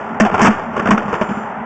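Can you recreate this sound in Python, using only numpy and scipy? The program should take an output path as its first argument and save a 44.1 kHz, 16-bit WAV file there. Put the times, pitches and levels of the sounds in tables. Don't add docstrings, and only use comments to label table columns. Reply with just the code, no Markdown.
import sys
import numpy as np
from scipy import signal
from scipy.fft import rfft, irfft, next_fast_len
from scipy.io import wavfile
from scipy.ndimage import uniform_filter1d

SR = 44100
rng = np.random.default_rng(int(sys.argv[2]) if len(sys.argv) > 2 else 0)


def boost(x):
    u = np.asarray(x, float) / 20
    return 10 ** u


def pcm_store(signal):
    levels = np.round(np.clip(np.atleast_2d(signal), -1, 1) * 32767)
    wavfile.write(sys.argv[1], SR, levels.astype(np.int16).T)


N = 72765

# f/Hz, relative level/dB per Hz
HISS_SHAPE = [(18, -67.5), (30, -31.5), (140, -10.5), (175, -57.5), (197, 4), (272, -10.5), (406, -12),
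              (618, -4.5), (834, 3), (1170, -6.5), (1380, -6.5), (3130, -25), (3600, -25.5), (4680, -54.5),
              (7920, -120)]
# f/Hz, level/dB
WHINE_TONES = [(6078, -62), (7144, -49.5), (7989, -63)]
# t/s, level change/dB
WHINE_FADE = [(0, -4.5), (.9, -5.5), (1.05, 3.5), (1.42, 7.5), (1.55, -9), (1.65, -9)]
# t/s, level/dB
RUB_LEVEL = [(0, -29), (.15, -32.5), (.2, -40), (.3, -22), (.4, -18), (.52, -42.5), (.6, -26.5),
             (.72, -32.5), (.78, -24), (.88, -25), (1.0, -23.5), (1.08, -25.5), (1.2, -27), (1.32, -29),
             (1.45, -31.5), (1.65, -41)]
# f/Hz, width/Hz, relative level/dB
CASING_MODES = [(389, 104, 3), (651, 120, 5), (900, 655, 0), (1160, 233, 4.5), (1400.5, 88, 1.5),
                (1807, 133, -4.5), (2315, 900, -16)]
# f/Hz, relative level/dB, t60/s
HOLLOW_MODES = [(214.3, -2, 0.098), (227, -8, 0.068), (343, -18, 0.039), (410, -17.5, 0.22)]
# t/s, rattle envelope level/dB, rattle t60/s, rattle pitch f/Hz,
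# boom push level/dB, starting treble level/dB relative to the rattle envelope
KNOCKS = [(.2000, 15.5, 0.066, 642.2, -10.5, -4), (.207, 1.5, 0.054, 648, 12.5, -6.5),
          (0.215, -8, 0.035, 900, -9.5, -5.5), (0.25, -9.5, .08, 726, -21.5, -34),
          (0.262, -14.5, 0.089, 740, -25.5, -30), (.322, -26, 0.074, 900, -12.5, -32),
          (0.342, -7, 0.039, 733, -16, -35), (0.35, -14, 0.05, 768, -25, -35),
          (.379, -10, 0.027, 900, -23, -31), (0.393, -5, 0.039, 813, -21, -35),
          (0.405, -8, 0.082, 1012, -38.5, -24.5), (.416, 13.5, .08, 1153, 13, 2),
          (.430, 3.5, 0.093, 900, 7.5, 2.5), (0.446, 7, 0.076, 1077, 9, -6.5),
          (0.456, 6, 0.088, 1271, 0.5, -3), (.474, 4, 0.048, 900, 1, -14.5),
          (.481, -6.5, .06, 708, 6.5, -21), (.505, -19, 0.43, 1168, -32, -33.5),
          (.764, -17, 0.066, 1080, -29, -15.5), (.776, -15, 0.045, 410, -20.5, -28.5),
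          (.794, -11.5, .05, 1150, -30, -19), (0.824, -26, 0.041, 835, -18, -18),
          (0.856, -14, 0.053, 1417, -14, -22), (.872, -9.5, 0.048, 1710, -21, -32),
          (.887, -10, 0.035, 900, -4, -29), (0.907, 6.5, 0.073, 1063, -5, -8.5),
          (.917, 0.5, 0.018, 1082, 4, -20), (.937, -21.5, 0.098, 900, -6.5, -11),
          (0.977, -9.5, 0.047, 1251, -22, -21.5), (1.052, -31.5, 0.21, 792, -18, -13),
          (1.082, -26.5, 0.21, 1094, -18.5, -23), (1.127, -16, 0.079, 442, -23, -25),
          (1.138, -14.5, 0.053, 997, -17.5, -36), (1.15, -19.5, 0.075, 1650, -24.5, -43),
          (1.212, -12, 0.13, 619.6, -11.5, -41), (1.289, -22.5, 0.16, 338, -16.5, -44),
          (1.309, -26, 0.15, 1357, -13, -33), (1.37, -32.5, 0.2, 1400, -18, -35)]
# f/Hz, level/dB
INPUT_RESPONSE = [(20, -1), (2000, 0), (3000, -4.5), (3600, -15), (3850, -25.5), (4000, -57.5), (4200, -23),
                  (4500, -17.5), (5500, -10.5), (7000, -12), (8000, -17.5), (8800, -36.5), (9300, -63),
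                  (22050, -89)]


def colour(x, table):
    hz, db = np.array(table, float).T
    n = next_fast_len(N + 4096)
    f = np.maximum(np.arange(n // 2 + 1) * SR / n, 1)
    gain = boost(np.interp(np.log(f), np.log(hz), db))
    return irfft(rfft(x, n) * gain, n)[:N]


def unit(x):
    return x / np.sqrt(np.mean(x ** 2))


def level_curve(t, table):
    return boost(np.interp(t, *np.array(table).T))


def walk(rate_hz):
    k = int(SR / rate_hz)
    steps = np.repeat(rng.standard_normal(N // k + 1), k)
    return 1.5 * uniform_filter1d(uniform_filter1d(steps, k), k)[:N]


def reson(x, hz, width_hz):
    return signal.lfilter(*signal.iirpeak(hz, hz / width_hz, SR), x)


def treble(x):
    hz, width_hz = 5740, 4000
    return 2 * reson(reson(x, hz, width_hz), hz, width_hz)


def hollow(x):
    out = 0
    for hz, db, t60 in HOLLOW_MODES:
        pole = np.exp(2j * np.pi * hz / SR - np.log(1000) / (t60 * SR))
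        out = out + boost(db) * signal.lfilter([1], [1, -pole], x).imag
    return out


def casing(x, white):
    def body(v):
        out = 0
        for k, (hz, width_hz, db) in enumerate(CASING_MODES):
            out = out + (-1) ** k * boost(db) * reson(v, hz, width_hz)
        return out
    return body(x) / np.std(body(white))


def background():
    hiss = unit(colour(rng.standard_normal(N), HISS_SHAPE)) * boost(-27 + 0.4 * walk(16))
    hum = unit(hollow(rng.standard_normal(N))) * boost(-31 - 3.5 * walk(19))
    bright_hiss = boost(-60) * treble(rng.standard_normal(N))
    return hiss + hum + bright_hiss


def whines(t):
    fade = level_curve(t, WHINE_FADE)
    out = 0
    for hz, db in WHINE_TONES:
        out = out + fade * boost(db + 4.3 * walk(6)) * np.sin(2 * np.pi * hz * t)
    return out


def rub(t, white):
    grains_per_s, spread_db, treble_db = 750, 1, -52
    on = rng.random(N) < grains_per_s / SR
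    strength = boost(spread_db * rng.exponential(1, N))
    grains = unit(on * np.sign(white) * strength) * level_curve(t, RUB_LEVEL)
    return casing(grains, white) + boost(treble_db) * treble(grains)


def knocks(t, white):
    attack_s, push_s = 0.00075, 0.00227
    pitched_q, clean_ring_db = 7.3, -4.5
    treble_faster = 1.2
    rattle_power, bright_power, push, pitched = np.zeros((4, N))
    for s, db, t60, hz, boom_db, treble_db in KNOCKS:
        u = np.maximum(t - s, 0)
        env = boost(db) * (1 - np.exp(-u / attack_s)) * boost(-60 * u / t60)
        bright_env = env * boost(treble_db - 60 * (treble_faster - 1) * u / t60)
        rattle_power = rattle_power + env ** 2
        bright_power = bright_power + bright_env ** 2
        pitched_noise = unit(reson(white, hz, hz / pitched_q))
        clean_ring = boost(clean_ring_db) * 2 * np.sin(2 * np.pi * hz * u)
        pitched = pitched + env * (pitched_noise + clean_ring)
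        pulse = np.sin(np.pi * np.minimum(u / push_s, 1)) ** 2
        push = push + boost(boom_db) * pulse * 2 / (push_s * SR)
    rattle_env, bright_env = np.sqrt(rattle_power), np.sqrt(bright_power)
    rattle = boost(-0.5) * casing(rattle_env * white, white)
    bright = treble(bright_env * white)
    thud = boost(-4) * rattle_env * unit(reson(rng.standard_normal(N), 84, 160))
    boom = hollow(2 * reson(push, 218, 120))
    return rattle + boost(-2) * pitched + bright + boom + thud


def scene():
    t = np.arange(N) / SR
    mix = background() + whines(t)
    mix = mix + rub(t, rng.standard_normal(N))
    mix = mix + knocks(t, rng.standard_normal(N))
    return mix[None]


def low_pass(x):
    return signal.sosfilt(signal.butter(12, 15800, fs=SR, output="sos"), x)


def high_pass(x, hz):
    return signal.lfilter(*signal.butter(1, hz, "high", fs=SR), x)


def record(dry):
    x = dry[0]
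    bent = x + 0.48 * np.clip(x, -0.5, 1) ** 2
    x = high_pass(np.clip(bent, -0.41, 0.67), 130)
    bent = high_pass(x + 0.22 * x ** 2, 2.7)
    x = colour(np.clip(bent, -0.7, 0.7), INPUT_RESPONSE)
    ceiling = 0.725
    x = x / (1 + np.abs(x / ceiling) ** 40) ** (1 / 40)
    return low_pass(x[None])


dry = scene()
out = record(dry)
pcm_store(out)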